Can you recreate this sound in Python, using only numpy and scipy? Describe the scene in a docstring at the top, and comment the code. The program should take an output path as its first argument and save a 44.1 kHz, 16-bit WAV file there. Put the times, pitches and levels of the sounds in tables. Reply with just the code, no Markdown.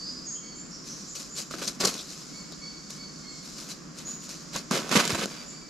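"""Edge of a forest clearing: a long-legged bird walks through dry leaf litter. A flurry of steps,
a pause with small stirrings, then a louder flurry as it hurries past close by.
Leaves crackle and crush in many tiny fractures and scrape by stick-slip; twigs snap, knocked sticks
ring, feet thump the soil. Far birds pipe and whistle in the trees over low air and a soft high hiss."""
import sys
import numpy as np
from scipy import signal
from scipy.fft import rfft, irfft, next_fast_len
from scipy.io import wavfile
from scipy.ndimage import uniform_filter1d, map_coordinates

SR = 44100
rng = np.random.default_rng(int(sys.argv[2]) if len(sys.argv) > 2 else 0)


def master_out(mix):
    """Clip the mix to full scale and print it as 16-bit PCM to the path in sys.argv[1]."""
    frames = np.transpose(np.atleast_2d(mix))
    ceiling = np.clip(frames, -1, 1)
    pcm = np.round(ceiling * 32767).astype(np.int16)
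    wavfile.write(sys.argv[1], SR, pcm)


N = 250929

# walking bird's path: t/s, left minus right/dB, nearness/0-1
PATH = [(1, 0, 0.7), (3.8, 0, 0.66), (4.55, -1, 0.87), (4.75, -1.5, 0.55), (4.96, -2.5, 1), (5.3, -1, 1)]
# fracture spectra of leaf edges, deep litter, whole leaves: f/Hz, level/dB
CRACKLE_SPECTRUM = [(300, -47), (1200, -20), (1900, -15), (2500, -11), (3300, -11), (4200, -0.5),
                    (5500, -0.5), (7000, -1.5), (8300, -10), (10500, -16.5), (12400, -16), (15500, -42)]
CRUSH_SPECTRUM = [(60, -35), (115, -13.5), (175, 3), (270, 1), (420, 0.5), (690, 0), (880, -8.5),
                  (1060, -3), (1500, -3.5), (1950, -16), (2800, -11.5), (4500, -26), (11000, -60)]
TEAR_SPECTRUM = [(600, -19.5), (1100, -4), (1900, 1), (2700, -0.5), (3800, 0), (5500, -5.5), (12000, -17),
                 (15500, -32)]


def amp(db):
    """Decibels to gain."""
    return 10 ** (np.asarray(db) / 20)


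def unit(x):
    """x at rms 1."""
    return x / np.sqrt(np.mean(x ** 2) + 1e-20)


def clock():
    """Sample times in s."""
    return np.arange(N) / SR


def along(points, hz):
    """(f/Hz, value) points interpolated on a log axis."""
    f, v = np.transpose(points)
    return np.interp(np.log(hz + 1), np.log(f + 1), v)


def wobble(knots_per_s):
    """Smooth random curve."""
    return map_coordinates(rng.standard_normal(int(N * knots_per_s / SR) + 4), [clock() * knots_per_s])


def filtered(x, response):
    """x through a gain given as a function of f/Hz."""
    size = next_fast_len(N + SR // 2)
    return irfft(rfft(x, size) * response(np.fft.rfftfreq(size, 1 / SR)), size)[..., :N]


def struck(x, spectrum, size=2048):
    """Impulses x ring a minimum-phase, unit-energy response with this spectrum."""
    cepstrum = irfft(np.log(amp(along(spectrum, np.fft.rfftfreq(size, 1 / SR)))))
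    cepstrum[1:size // 2] *= 2
    cepstrum[size // 2 + 1:] = 0
    ring = irfft(np.exp(rfft(cepstrum)))
    return signal.fftconvolve(x, ring[None] / np.linalg.norm(ring), axes=1)[:, :N]


def scattered(x, t60_s, size):
    """Diffuse echo off many surfaces, different at each ear."""
    t = np.arange(size) / SR
    tail = rng.standard_normal((2, size)) * amp(-60 * t / t60_s)
    tail /= np.linalg.norm(tail, axis=1, keepdims=True)
    return signal.fftconvolve(np.atleast_2d(x), tail, axes=1)[:, :N]


def rush(spectrum):
    """Stereo noise of rms 1, narrow in the bass, widest in the mids."""
    # f/Hz, left-right correlation
    coherence = [(60, 0.88), (150, 0.87), (300, 0.52), (640, 0.35), (1400, 0.19), (4000, 0.5),
                 (12000, 0.73)]

    def mid_side_gains(hz):
        angle = np.arccos(np.clip(along(coherence, hz), -1, 1)) / 2
        return amp(along(spectrum, hz)) * [np.cos(angle), np.sin(angle)]

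    mid, side = filtered(rng.standard_normal((2, N)), mid_side_gains)
    return unit(np.array([mid + side, mid - side]))


def air():
    """Low, slightly wavering rush of air."""
    # f/Hz, level/dB
    spectrum = [(15, -24), (45, -8), (70, -13), (108, -20.5), (150, 1.5), (200, 0), (300, -2.5), (400, -10),
                (650, -16.5), (860, -21), (1100, -13), (1400, -15), (1900, -20.5), (3200, -27.5),
                (7000, -56)]
    return amp(-46 + 0.7 * wobble(7.3)) * rush(spectrum)


def high_hiss():
    """High background hiss of insects, far bird echoes and faint rustle, rising and falling in level."""
    # f/Hz, level/dB
    spectrum = [(2500, -23), (3700, -11), (4400, -3), (5000, 1.5), (6200, -1.5), (7300, -1), (8200, -17),
                (10000, -24), (12500, -26.5), (14500, -66)]
    # t/s, level/dB
    levels = [(0, -44), (.55, -50.5), (1.05, -45), (1.75, -50.5), (2.2, -45.5), (3.05, -47), (3.6, -45),
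              (3.879, -50), (4.5, -46.5), (5.35, -45), (5.69, -50.5)]
    level_db = np.interp(clock(), *np.transpose(levels)) - 1.5 + 0.63 * wobble(18)
    return amp(level_db) * rush(spectrum)


def note(start_s, length_s):
    """Progress 0-1 through a note, and its rounded swell."""
    progress = np.clip((clock() - start_s) / length_s, 0, 1)
    return progress, np.sqrt(np.abs(np.sin(np.pi * progress)))


def piper():
    """Arched, wavering bird notes that open on harmonics 2 and 3 and swell into 4."""
    # t/s, fundamental/Hz, level/dB
    notes = [(0.415, 1130, -47.5), (2.31, 1116, -48), (2.6, 1131, -42.5), (2.955, 1129, -45.5),
             (3.23, 1099, -44.5), (5.29, 1170, -46), (5.485, 1160, -48.5)]
    out, waver = np.zeros(N), 1 + 0.0095 * wobble(160)
    for start_s, hz, db in notes:
        progress, swell = note(start_s, length_s=0.155)
        pitch_hz = hz * waver * (1 - 0.038 * (1 - swell))
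        phase = 2 * np.pi * np.cumsum(pitch_hz) / SR
        on = swell > .001
        second, third, fourth = np.sin(np.outer([2, 3, 4], phase[on]))
        fade = 1 - progress[on]
        opening = amp(-9.5) * np.sqrt(fade) * second + amp(-13.5) * fade ** 2 * third
        out[on] += amp(db + 4.5) * swell[on] * (opening + swell[on] * fourth)
    return out * amp(1.7 * wobble(45))


def whistlers():
    """Small birds' gliding whistles, made buzzy by fast pitch flutter."""
    # t/s, length/s, centre f/Hz, glide/Hz, buzz width/Hz, level/dB
    calls = [(-.03, 0.083, 4620, 2, 130, -43), (0.021, 0.11, 4760, 198, 190, -43.5),
             (0.061, 0.055, 4963, 3, 45, -39), (0.248, 0.097, 7200, 99.5, 394, -50.5),
             (0.256, 0.084, 6520, -400, 71, -38.5), (0.299, 0.11, 6910, -1.5, 60.5, -44),
             (0.348, 0.054, 3180, 100, 85, -53.5), (0.547, 0.097, 7200, 130, 130, -46),
             (.705, 0.073, 5440, 120.5, 281, -45), (0.877, 0.071, 5910, 129.5, 341, -42.5),
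             (1.072, 0.074, 7030, 131.5, 352, -43.5), (1.293, 0.093, 7030, 137, 288, -44.5),
             (2.334, 0.08, 7130, 131, 240, -50), (3.283, 0.07, 7330, 130, 221, -52),
             (4.05, 0.07, 6830, 280, 90, -38), (5.461, 0.072, 7080, 133.5, 227, -46)]
    out, flutter = np.zeros(N), wobble(700)
    for start_s, length_s, hz, glide_hz, buzz_hz, db in calls:
        progress, swell = note(start_s, length_s)
        pitch_hz = hz + glide_hz * (progress - .5) + buzz_hz * flutter
        out += amp(db + 5.5) * swell * np.sin(2 * np.pi * np.cumsum(pitch_hz) / SR)
    return out


def distant(song, echo_db):
    """Direct song plus echo from the trees ahead and, weaker, from those around."""
    ahead, around = scattered(song, t60_s=1.0, size=SR)
    return amp(-3) * song + amp(echo_db) * (ahead + amp(-7) * np.array([around, -around]))


def forest():
    """Far birds, air and high hiss, 1 dB louder on the right."""
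    birds = distant(piper(), echo_db=-3.5) + distant(whistlers(), echo_db=-2)
    return (birds + air() + high_hiss()) * amp([[-.5], [.5]])


def scrapes():
    """A stiff leaf edge sticks and slips; the slips ring one resonance of the leaf."""
    # peak t/s, f/Hz, level/dB, half-length/s
    chirps = [(1.997, 3970, -41.5, 0.037), (2.531, 4200, -44.5, 0.017)]
    slips_per_s, width_hz = 720, 1000
    out = np.zeros((2, N))
    for peak_s, hz, db, half_s in chirps:
        leaf = signal.butter(2, [hz - width_hz / 2, hz + width_hz / 2], "bandpass", fs=SR, output="sos")
        slips = (rng.random(N) < slips_per_s / SR) * rng.choice([-1, 1], N)
        swell = np.exp(-2 * ((clock() - peak_s) / half_s) ** 2)
        out += amp(db) * swell * unit(signal.sosfilt(leaf, slips))
    return out


def sticks():
    """A foot knocks a fallen stick, which rings briefly on the damp ground."""
    # t/s, level/dB
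    knocks = [(1.5102, -31.5), (1.5398, -23.5), (1.8388, -18), (4.558, -22.5), (5.151, -19.5)]
    # f/Hz, level/dB, t60/s
    modes = [(620, -6, 0.023), (1154, -3, 0.019), (1550, -9, 0.018)]
    out, t = np.zeros(N), np.arange(SR // 20) / SR
    for start_s, db in knocks:
        for hz, mode_db, t60_s in modes:
            mode = np.sin(2 * np.pi * hz / rng.normal(1, 0.065) * t)
            out[round(start_s * SR):][:len(t)] += amp(db + mode_db - 60 * t / t60_s) * mode
    return out


def thumps():
    """A footfall on soil gives a few low, quickly damped cycles."""
    # t/s, level/dB, f/Hz
    footfalls = [(1.5409, -28, 317), (1.619, -30, 400), (1.839, -19.5, 402), (1.871, -22, 454),
                 (4.711, -18, 228), (4.957, -9, 200), (4.967, -15, 165), (5.129, -19, 106)]
    rise_s, t60_s = 0.0031, 0.033
    out, t = np.zeros(N), np.arange(SR // 10) / SR
    for start_s, db, hz in footfalls:
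        envelope = amp(db + 5.5 - 60 * t / t60_s) * (1 - np.exp(-t / rise_s))
        out[round(start_s * SR):][:len(t)] += envelope * np.sin(2 * np.pi * hz * t)
    return signal.sosfilt(signal.butter(2, 100, "highpass", fs=SR, output="sos"), out)


def twigs():
    """A snap is a click and a few ms of splintering; thick twigs add a woody body."""
    # t/s, level/dB, relative body level/dB, splintering t60/s
    snaps = [(1.153, -19, -12.5, 0.012), (1.6797, -10, -25.5, .012), (1.8029, -20, 9, 0.005),
             (1.8503, -3, -8, 0.021), (1.855, 0.5, -13, 0.015), (2.5221, -23, -4, 0.016),
             (2.905, -17, -18, 0.015), (3.583, -23, -16, 0.025), (4.2918, -18, -15, 0.013),
             (4.534, -20, -18, .009), (4.562, -9.5, -6, 0.016), (4.7118, -6, -1, 0.007),
             (4.893, -12.5, -3, 0.012), (4.9148, -12, 0, 0.01), (4.955, -9, 7.5, 0.0035),
             (4.9626, -7, 1, 0.003), (4.9738, -14, 4, 0.0057), (5.003, -2, 1, 0.0019),
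             (5.012, -6, 3.5, 0.003), (5.0534, -3, -14, .003), (5.0775, -4.5, -16, 0.0094),
             (5.1007, -13, -4, 0.0051), (5.1205, -8.5, -7, 0.0054), (5.2576, -9.5, -3, 0.0047)]
    tips, bodies, t = np.zeros((1, N)), np.zeros((1, N)), np.arange(SR // 25) / SR
    for start_s, db, body_db, t60_s in snaps:
        splinters = 0.24 * rng.standard_normal(len(t)) * amp(-60 * t / t60_s)
        splinters[0] = 1  # click
        tips[0, round(start_s * SR):][:len(t)] += amp(db) * splinters
        bodies[0, round(start_s * SR):][:len(t)] += amp(db + body_db) * splinters
    wood = amp(2) * struck(bodies, CRUSH_SPECTRUM) + amp(-15) * struck(bodies, TEAR_SPECTRUM)
    return amp(-3) * struck(tips, CRACKLE_SPECTRUM) + wood


def presses(contacts, attack_s):
    """Envelope: each contact rises and dies, bent leaves spring back; contacts add in power."""
    settle_db, settle_s = -31, 0.13
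    peak_s, db, release_s = np.transpose(contacts)[:, :, None]
    t = clock() - peak_s

    def shape(fall_s):
        return amp(-20 * np.minimum(np.where(t < 0, (t / attack_s) ** 2, t / fall_s), 10))

    envelopes = amp(db) * np.maximum(shape(release_s), amp(settle_db) * shape(settle_s))
    return np.linalg.norm(envelopes, axis=0)


def fractures(per_s, spectrum, spread_db, width):
    """Tiny breaks of random size and stereo position, each ringing with the spectrum."""
    chance = np.clip(per_s / SR, 1e-4, 1)
    sizes = rng.choice([-1, 1], N) * amp(spread_db * np.clip(rng.standard_normal(N), -2, 2))
    breaks = (rng.random(N) < chance) * sizes / np.sqrt(chance)
    pan = width * rng.standard_normal(N)
    return struck(unit(breaks * np.array([1 + pan, 1 - pan])), spectrum)


def leaf_colour(x, depth_db):
    """Each leaf has its own resonances, so the colour keeps shifting."""
    frames = signal.stft(x, nperseg=512)[2]
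    field = uniform_filter1d(rng.standard_normal(frames.shape[1:]), size=5, axis=0)
    field = uniform_filter1d(field, size=4, axis=1)
    return unit(signal.istft(frames * amp(depth_db * unit(field)), nperseg=512)[1][:, :N])


def leaves():
    """The harder the press, the more leaves break; a heavy tread crushes the deeper layers."""
    # foot strikes and leg sweeps: peak t/s, level/dB, 20 dB fall time/s
    steps = [(1.158, -38, 0.15), (1.203, -36.5, 0.05), (1.514, -41, 0.1), (1.544, -44, 0.1),
             (1.59, -41, 0.16), (1.624, -34, 0.14), (1.682, -26.5, 0.0242), (1.81, -26.5, 0.055),
             (1.84, -29.5, 0.0233), (1.856, -23, 0.0163), (1.876, -26, 0.04), (1.895, -32.5, 0.0556),
             (2.905, -43, 0.14), (4.298, -40, 0.14), (4.718, -32, 0.08), (4.919, -30.5, 0.22),
             (4.962, -25.5, 0.0625), (5.0, -27, 0.03), (5.105, -33.5, 0.0657), (5.15, -35.5, 0.06)]
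    sweeps = [(.88, -45.5, 0.3), (1.394, -32, 0.0648), (1.948, -38, 0.12), (2.0, -44, 0.2),
              (2.11, -44, 0.43), (3.46, -47, 0.35), (3.6, -41, 0.17), (3.714, -38.5, 0.05),
              (3.995, -42.5, 0.1), (4.09, -44.5, 0.2), (4.24, -46.5, 0.37), (4.565, -34.5, 0.065),
              (4.757, -31.5, 0.11), (4.87, -46, 0.5), (5.06, -39, 0.17), (5.195, -39, 0.0847),
              (5.24, -35.5, 0.0257), (5.3, -48, 0.35)]
    # light when stalking, heavy when hurrying: t/s, crush over crackle/dB
    tread = [(1.4, -13), (1.545, -2), (1.57, -1.5), (1.62, -3), (1.68, -9), (1.82, -3), (2.1, -10.5),
             (3.6, -9.5), (4.4, -9.5), (4.55, -3), (4.72, 4), (5.3, 2.5)]
    crackle = np.hypot(presses(steps, attack_s=0.012), presses(sweeps, attack_s=0.043))
    crush = crackle * amp(np.interp(clock(), *np.transpose(tread)))
    breaks_per_s = 700 + 7000 * crackle / crackle.max()
    clumping = amp(0.43 * wobble(220))
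    edges = fractures(breaks_per_s, CRACKLE_SPECTRUM, spread_db=-1.5, width=0.26)
    edges = amp(0.14) * crackle * leaf_colour(edges, depth_db=2.5)
    layers = crush * fractures(.5 * breaks_per_s, CRUSH_SPECTRUM, spread_db=3.5, width=0.1)
    # papery tearing of whole leaves, stronger close by
    path_s, _, nearness = np.transpose(PATH)
    tearing = crush * fractures(.5 * breaks_per_s, TEAR_SPECTRUM, spread_db=2.5, width=0.56)
    tearing *= np.interp(clock(), path_s, nearness)
    stalks = amp(-8) * crackle * fractures(100, CRACKLE_SPECTRUM, spread_db=-1.5, width=0.25)
    return stalks + clumping * (edges * amp([[.7], [-.7]]) + layers + tearing * amp([[-2], [1.5]]))


def walker():
    """The bird's feet, echoed by nearby litter and a trunk, drifting to the right."""
    feet = leaves() + twigs() + sticks() + scrapes() + thumps()
    feet += amp(-11.5) * scattered(feet, t60_s=0.06, size=4000)
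    path_s, balance_db, _ = np.transpose(PATH)
    lean_db = np.interp(clock(), path_s, balance_db) / 2
    left, right = feet * amp([lean_db, -lean_db])
    # sound from the right arrives a fraction of a sample later on the left
    left = map_coordinates(left, [np.arange(N) + 0.18 * lean_db], order=5)
    return np.array([left, right])


def scene():
    """The walking bird in front of the forest."""
    return walker() + forest()


def record(dry):
    """Brick-wall low-pass."""
    return filtered(dry, lambda hz: hz < 15750)


dry = scene()
out = record(dry)
master_out(out)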